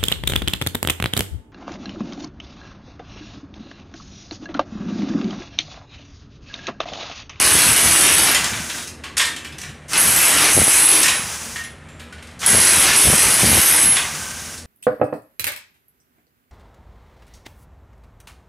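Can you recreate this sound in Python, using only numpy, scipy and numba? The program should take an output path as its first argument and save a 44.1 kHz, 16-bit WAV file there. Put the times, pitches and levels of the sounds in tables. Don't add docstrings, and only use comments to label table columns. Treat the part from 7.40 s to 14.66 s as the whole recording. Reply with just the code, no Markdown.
import sys
import numpy as np
from scipy import signal
from scipy.fft import rfft, irfft
from scipy.io import wavfile
from scipy.ndimage import uniform_filter1d
from numba import njit

SR = 44100
rng = np.random.default_rng(int(sys.argv[2]) if len(sys.argv) > 2 else 0)


def log_audio(samples):
    frames = np.atleast_2d(samples).T
    limited = np.clip(frames, -1, 1)
    pcm = np.round(limited * 32767).astype(np.int16)
    wavfile.write(sys.argv[1], SR, pcm)


def voltage_ratio(level):
    return 10 ** (np.asarray(level, float) / 20)


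N = 320166


def rms_one(x):
    return x / np.sqrt(np.mean(x ** 2) + 1e-20)


def band(x, low_hz, high_hz, order=2):
    return signal.sosfilt(signal.butter(order, [low_hz, high_hz], "band", fs=SR, output="sos"), x)


def at_hz(points, hz):
    p = np.array(points)
    return np.interp(np.log(np.maximum(hz, 1)), np.log(p[:, 0]), p[:, 1])


def colour(x, spectrum):
    log_gain = np.log(voltage_ratio(at_hz(spectrum, np.linspace(0, SR / 2, 2049))))
    cepstrum = irfft(log_gain)
    cepstrum[1:2048] *= 2
    cepstrum[2049:] = 0
    return signal.oaconvolve(x, irfft(np.exp(rfft(cepstrum))))[:N]


def drift(rate_hz):
    knots = rng.standard_normal(int(N / SR * 200))
    return np.interp(np.arange(N) / SR * rate_hz, np.arange(len(knots)), knots)


def in_time(tables):
    t = np.arange(N) / SR
    s, *columns = np.concatenate(tables).T
    inside = sum((t >= rows[0][0]) & (t < rows[-1][0]) for rows in tables)
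    return [np.interp(t, s, c) for c in columns], inside


def spells(rows, heights, edge_s):
    t = np.arange(N) / SR
    total = 0
    for (start_s, length_s, _), height in zip(rows, heights):
        to_edge_s = np.minimum(t - start_s, start_s + length_s - t)
        total = total + height * np.clip(to_edge_s / edge_s + .5, 0, 1)
    return total


def burst(clicks, t60_s):
    envelope = signal.lfilter([1], [1, -voltage_ratio(-60 / (t60_s * SR))], clicks + 1e-18)
    return envelope * rng.standard_normal(N)


def blows(per_s, running):
    jitter, rebound, spread_db = .18, .5, 2.2
    strokes = np.floor(np.cumsum(per_s * (1 + jitter * drift(40))) / SR)
    at = np.flatnonzero(np.diff(strokes) > 0)
    luck = rng.standard_normal((len(at), 3))
    rebound_s = np.abs(.006 + .002 * luck[:, 1])
    train = np.zeros(N + SR)
    train[at] = voltage_ratio(spread_db * luck[:, 0])
    train[at + (SR * rebound_s).astype(int)] += rebound * voltage_ratio(spread_db * luck[:, 2])
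    run_starts = np.flatnonzero(np.diff(running * 1, prepend=0) > 0)
    train[run_starts] = 2.04
    return train[:N] * running


def patchy(x, low_hz, high_hz, depth_db, count=7):
    edges_hz = np.geomspace(low_hz, high_hz, count + 1)
    return x + sum(band(x, a, b) * (voltage_ratio(depth_db * drift(35)) - 1) for a, b in zip(edges_hz, edges_hz[1:]))


def concrete(train, force_db, hard_db):
    # frequency in Hz, level in dB per Hz.
    crack_spectrum = [(2350, -40.5), (4000, -16), (6140, -3.5), (7420, -7.5), (7720, 0), (8460, 1),
                      (10500, 6), (11000, 3.5), (12900, -13.5), (15700, -23.5)]
    # frequency in Hz, level in dB per Hz.
    crush_spectrum = [(150, -34), (300, -2), (480, -8.5), (900, -6.5), (1500, -3), (2100, 0.5),
                      (2900, -0.5), (3500, -4), (4800, -5), (6500, -6.5), (11000, -80)]
    crack_db = force_db + 0.52 * hard_db
    crush_db = force_db - 0.42 * hard_db
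    crack = rms_one(colour(burst(train * voltage_ratio(crack_db), t60_s=0.01), crack_spectrum))
    crush = rms_one(colour(burst(train * voltage_ratio(crush_db), t60_s=0.025), crush_spectrum))
    crack = voltage_ratio(-23.5) * patchy(crack, 6200, 11100, depth_db=2.6)
    crush = voltage_ratio(-28) * patchy(crush, 750, 5200, depth_db=2.5)
    return crack + crush


@njit
def ring(force, radius, turn):
    out = np.zeros(len(force))
    for i in range(2, len(force)):
        out[i] = force[i] + 2 * radius[i] * np.cos(turn) * out[i - 1] - radius[i] ** 2 * out[i - 2]
    return out * np.sin(turn)


def bit_levels(running):
    # time in seconds, main mode level in dB.
    loose = [
        [(0.0, -15), (0.096, -25), (0.138, -15.5), (0.238, -33), (0.288, -17.5), (0.636, -32), (0.766, -19),
         (0.92, -32)],
        [(2.577, -13), (2.727, -23), (3.09, -28), (3.17, -13), (3.39, -18.5), (3.483, -7.5), (3.6, -17),
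         (3.653, -26), (3.78, -24)],
        [(5.062, -12), (5.22, -14), (5.45, -18.5), (5.53, -42), (5.572, -10.5), (5.94, -35), (6.126, -15),
         (6.232, -24), (6.514, -10)],
    ]
    side_modes_db = [-30, -27, -25.5]
    # start in seconds, length in seconds, rise in dB.
    sings = [
        [(0.11, 0.21, 11), (0.55, .25, 9), (2.85, .18, 7), (5.6, 0.66, 0), (6.38, .08, 12)],
        [(0.05, 0.12, 12), (0.2, 0.66, 8), (0.74, 0.089, 4.5), (2.8, .15, 6), (3.24, .1, 8), (5.5, .15, 7),
         (5.8, 0.17, 5), (6.25, 0.18, 14)],
        [(0.06, 0.28, 8), (0.66, .3, 5), (2.59, 0.31, 10), (3.55, .08, 3), (5.6, .2, 3), (6.09, 0.27, 12)],
    ]
    stilled_s, stilled_db = 0.25, -43
    side_wander_db, side_tail_s, sing_edge_s = 1.5, .05, 0.028

    spans = [rows + [(rows[-1][0] + stilled_s, rows[-1][1] + stilled_db)] for rows in loose]
    (main_db,), sounding = in_time(spans)
    fade = np.exp(-1 / (side_tail_s * SR))
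    tail = signal.lfilter([1 - fade], [1, -fade], running * 1.)
    held = tail * (1 - running) + running
    levels = [voltage_ratio(main_db)]
    for db, rows in zip(side_modes_db, sings):
        rise_db = spells(rows, np.transpose(rows)[2], sing_edge_s)
        levels.append(held * voltage_ratio(db + side_wander_db * drift(14) + rise_db))
    return levels, sounding


def bit(train, running):
    modes_hz = [7880, 9142, 10620, 11428, 13495, 15480]
    follows = [1, 2, 0, 3, 3, 3]
    trims_db = [-4, -6.5, 0, -6, -20, -25]
    free_t60_s = [.12, .12, .9, .12, .12, .12]
    pressed_t60_s = .095
    levels, sounding = bit_levels(running)
    out = np.zeros(N)
    for hz, k, trim_db, free_s in zip(modes_hz, follows, trims_db, free_t60_s):
        radius = voltage_ratio(-60 / (np.where(running, pressed_t60_s, free_s) * SR))
        tone = ring(train * rng.standard_normal(N), radius, 2 * np.pi * hz / SR)
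        tone = tone / np.sqrt(np.abs(uniform_filter1d(tone ** 2, size=1800)) + 1e-5)
        out += tone * levels[k] * voltage_ratio(trim_db)
    return out * uniform_filter1d(sounding * 1., size=100)


def motor_gain():
    # on in seconds, off in seconds, standstill in seconds.
    pulls = [
        (-0.1, 1.0, 1.55),
        (2.478, 3.72, 4.31),
        (4.993, 6.55, 7.29),
    ]
    release_db = [-24.5, -25, -24.5]
    spin_up_s, spin_up_power = 0.092, 0.96
    load_rise_db, coast_sag_db, brake_share = 5, -10, 0.19
    t, gain = np.arange(N) / SR, 0
    for (on, off, still), db in zip(pulls, release_db):
        rising = np.clip((t - on) / spin_up_s, 0, 1)
        left = np.clip((still - t) / (still - off), 0, 1)
        load = np.clip((off - t) / (off - on), 0, 1)
        stopping = np.minimum(left / brake_share, 1) ** 2
        level = voltage_ratio(db + load_rise_db * load + coast_sag_db * (1 - left))
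        gain = gain + level * rising ** spin_up_power * stopping
    return gain


def motor():
    # frequency in Hz, level in dB per Hz.
    whirr = [(150, -18), (260, -11.5), (640, -3), (1250, 0.5), (1520, -0.5), (1800, -0.5), (2600, -2),
             (4200, -7.5), (6200, -1), (7500, -4.5), (10500, -4.5), (11800, -14), (15700, -18.5)]
    # start in seconds, length in seconds, change in dB.
    grips = [
        (2.4, 2.2, -9),
    ]
    casing_hz, casing_db = 1550, -13
    body_power, body_full_db = 0.72, -25.5
    gain = motor_gain()
    hiss = rms_one(colour(rng.standard_normal(N), whirr))
    body = np.minimum(gain / voltage_ratio(body_full_db), 1) ** body_power
    hiss = hiss + (body - 1) * band(hiss, 300, 4500)
    casing = rms_one(band(rng.standard_normal(N), casing_hz - 35, casing_hz + 35))
    held_db = spells(grips, [grips[0][2]], edge_s=.2)
    flutter_db = .6 * drift(15) + .8 * drift(70)
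    return (hiss + voltage_ratio(casing_db + held_db) * casing) * gain * voltage_ratio(flutter_db)


def chips():
    # landing in seconds, peak in dB, dull share in dB, ring in Hz, ring level in dB.
    flakes = [(0.944, -1.5, -10.5, 2690, -28), (1.169, -27.5, -1, 1503, 2), (1.64, -34, -5, 1100, -3),
              (1.794, -15, 5.5, 3640, -7), (1.812, -7, -18, 1835, -12.5), (2.0444, -24, -5.5, 13100, -33),
              (2.1819, -24, -22, 5870, -14), (2.1819, -21, -14, 13400, -34), (2.12, -33, -1, 5100, -19),
              (2.2129, -21.5, -15, 5890, -15), (3.6281, 1.5, -16, 1810, -24.5), (3.655, -10, -5, 1876, -12),
              (3.679, -3.5, -9, 3910, -19), (4.1572, -22, -3.5, 1844, -3), (4.245, -31, -9, 2100, -12),
              (4.2353, -24.5, -13, 10730, -14), (4.4852, -39.5, -3.5, 7330, -9.5),
              (4.594, -33, -6.5, 12900, -28), (4.601, -41, -2, 1317, -6), (4.723, -33.5, -3, 1470, -10),
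              (4.823, -32.5, -6.5, 4600, -14), (6.4894, -19, -5, 2100, -9), (6.5554, -13, -8.5, 2155, -17),
              (6.566, -8.5, -5.5, 1985, -17)]
    # time in seconds, peak in dB,
    # dull share in dB.
    falls = [(0.9594, -20, -6), (1.04, -7.5, -11.5), (1.13, -30.5, 7), (1.296, -17, -6),
             (1.378, -20.5, -5.5), (1.428, -35, -27), (1.472, -18.5, -17), (1.6354, -27, -1.5),
             (1.651, -43, 5), (4.78, -44.5, 4), (4.91, -41, -6), (1.767, -8, -11.5), (1.7769, -4, -17.5),
             (1.85, -11, -19), (1.9603, -20.5, -7.5), (2.2314, -29, -0.5), (2.2894, -34, -4),
             (2.482, -32, -23), (2.5544, -17.5, 0.5), (4.8694, -33.5, -10), (4.99, -25, -24),
             (5.001, -28, -22), (5.014, -32, 5.5), (5.029, -28.5, 10), (5.0444, -35, -20),
             (5.5299, -4, -49), (6.5194, -16, -6), (7.175, -20.5, -34)]
    ring_range_hz = (1550, 8900)
    ring_t60_s, chip_ring_db = 0.14, -36

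    rung = [(*row, np.exp(rng.uniform(*np.log(ring_range_hz))), chip_ring_db) for row in falls]
    s, peak_db, dull_db, hz, ring_db = np.transpose(flakes + rung)
    at = (s * SR).astype(int)
    bright, dull, rings = np.zeros((3, N + SR))
    bright[at] = voltage_ratio(peak_db - 0.5)
    dull[at] = voltage_ratio(peak_db + dull_db + 11.5)
    t = np.arange(SR // 2) / SR
    envelope = voltage_ratio(-60 * t / ring_t60_s) * (1 - np.exp(-t / 0.0012))
    for i, f, gain in zip(at, hz, voltage_ratio(peak_db + ring_db)):
        rings[i:i + len(t)] += gain * np.sin(2 * np.pi * f * t) * envelope
    breakup = t[:800] / 0.0015 * np.exp(-t[:800] / 0.0015) / (0.0021 * SR)
    tick = band(burst(signal.oaconvolve(bright, breakup)[:N], t60_s=0.034), 4030, 10500, order=3)
    thud = burst(signal.oaconvolve(dull, breakup)[:N], t60_s=0.05)
    knock = band(thud, 1510, 3590) - voltage_ratio(-13.5) * band(thud, 460, 1250)
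    return tick + knock + rings[:N] * (0.89 + 0.45 * drift(110))


def room(x, count=60):
    # frequency in Hz, T60 in seconds.
    decay = [(300, 0.68), (2000, 0.45), (6000, 0.35), (14000, 0.31)]
    wet_db = 3.5
    t = np.arange(SR // 2) / SR
    edges_hz, tails = np.geomspace(150, 17000, 8), 0
    for low, high in zip(edges_hz, edges_hz[1:]):
        t60_s = at_hz(decay, np.sqrt(low * high))
        tails = tails + band(rng.standard_normal((count, len(t))), low, high) * voltage_ratio(-60 * t / t60_s)
    tails = tails * (1 - np.exp(-t / 0.0031))
    wet = np.zeros(N + len(t))
    for at, tail in zip(np.array_split(np.arange(N), count), tails):
        tail = tail / np.sqrt(np.sum(tail ** 2))
        wet[at[0]:at[-1] + len(t)] += signal.fftconvolve(x[at], tail)
    return x + voltage_ratio(wet_db) * wet[:N]


def air():
    # start in seconds, length in seconds, level in dB.
    gusts = [(0.133, 0.04, -21), (0.26, 0.076, -20.5), (0.444, 0.088, -24), (0.615, 0.26, -35),
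             (0.896, 0.32, -34), (2.265, .06, -35), (2.65, 0.043, -27), (3.162, 0.07, -15.5),
             (5.119, 0.079, -19), (5.37, .025, -21), (5.456, .08, -29), (5.66, .035, -10),
             (5.726, 0.022, -10.5), (5.847, .06, -21.5), (6.022, 0.17, -15), (6.432, 0.092, -26.5)]
    # time in seconds, peak in dB.
    pops = [(0.153, -9), (0.316, -16), (0.4593, -13), (3.168, -7), (3.1763, -1), (3.1873, -3), (3.2174, -5),
            (3.279, -10.5), (5.1315, -16), (5.1413, -13), (5.1484, -3.5), (5.165, -17), (5.1762, -13),
            (5.1839, -11), (5.6556, -8), (5.6736, -10), (5.6806, -8), (5.7, -8), (5.7294, -13), (5.736, -6),
            (6.032, -8), (6.0423, -8.5), (6.059, -12), (6.0853, -14), (6.0989, -19), (6.1166, -10),
            (6.1304, -11.8), (6.153, -9), (6.1734, -9), (6.179, -10)]
    still_db, blown_db, gust_edge_s = -41, 3, 0.038
    blown_power = 1.68
    steady = voltage_ratio(still_db) + voltage_ratio(blown_db + 2.5 * drift(13)) * motor_gain() ** blown_power
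    level = steady + spells(gusts, voltage_ratio(np.transpose(gusts)[2]), gust_edge_s)
    swings = rms_one(band(rng.standard_normal(N), 52, 231, order=3)) * level * voltage_ratio(-6.0 + 1.16 * drift(30))
    puffs = np.zeros(N)
    puffs[[int(s * SR) for s, db in pops]] = voltage_ratio(np.array(pops)[:, 1] + 30)
    return swings + band(puffs, 56, 670, order=3)


def site():
    # frequency in Hz, level in dB per Hz.
    rumble = [(25, -16), (60, -23), (250, -11), (500, -9), (900, -15), (1900, -13), (3500, -23.5),
              (4900, -32), (9500, -30), (15000, -60)]
    # frequency in Hz, width in Hz, level in dB.
    machines = [
        (79, 12.3, -46.5),
        (147.22, 10.5, -52.5),
        (235.3, 14.3, -51),
    ]
    out = voltage_ratio(-45.5) * rms_one(colour(rng.standard_normal(N), rumble))
    for hz, width_hz, db in machines:
        out = out + voltage_ratio(db) * rms_one(band(rng.standard_normal(N), hz - width_hz / 2, hz + width_hz / 2))
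    return out


def drone():
    hz, level_db, ends_s = 313, -48, 2.24
    hum = rms_one(band(rng.standard_normal(N), hz - 60, hz + 60))
    return voltage_ratio(level_db) * hum * np.clip((ends_s - np.arange(N) / SR) / .3 + .5, 0, 1)


def scene():
    # time in seconds, force in dB, hardness of the stone under the tip in dB.
    runs = [
        [(0.0, -16.5, 3), (0.572, -16.5, 7.5), (0.694, -13.5, 0), (0.716, -17, 5.5), (0.906, -17, -1.5),
         (0.93, -31.5, 10)],
        [(2.533, -22, 1), (2.574, -35, -14)],
        [(2.577, -21, 8), (2.72, -18, 8.5), (3.09, -15, 1), (3.11, -23.5, 21), (3.17, -18, 8.5),
         (3.42, -16.5, 9), (3.52, -16.5, 3.5), (3.625, -21, 6), (3.69, -41, -23.5)],
        [(5.062, -16.5, 9), (5.25, -15.5, 6), (5.39, -17, 8), (5.41, -13, 6), (5.542, -21, -12),
         (5.56, -15, 9.5), (5.94, -16, 6.5), (6.428, -17.5, 6.5), (6.465, -23.5, -7)],
    ]
    (force_db, hard_db), running = in_time(runs)
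    train = blows(75, running)
    wall = concrete(train, force_db, hard_db)
    debris = chips()
    near = room(wall + debris) + voltage_ratio(-8.5) * debris + bit(train, running) + motor()
    return np.tile(near + air() + site() + drone(), (2, 1))


def band_limit(x):
    return signal.sosfilt(signal.butter(12, 16860, fs=SR, output="sos"), x)


def record(dry):
    over_db = 10 * np.log10(uniform_filter1d(dry ** 2, size=900, axis=1) + 1e-12) + 11.2
    held = dry * voltage_ratio(-.6 * np.maximum(over_db, 0))
    rounded = .76 * np.tanh(held / .76)
    top_cut = signal.ellip(14, .5, 70, 15600, fs=SR, output="sos")
    return band_limit(signal.sosfilt(top_cut, rounded))


dry = scene()
out = record(dry)
log_audio(out)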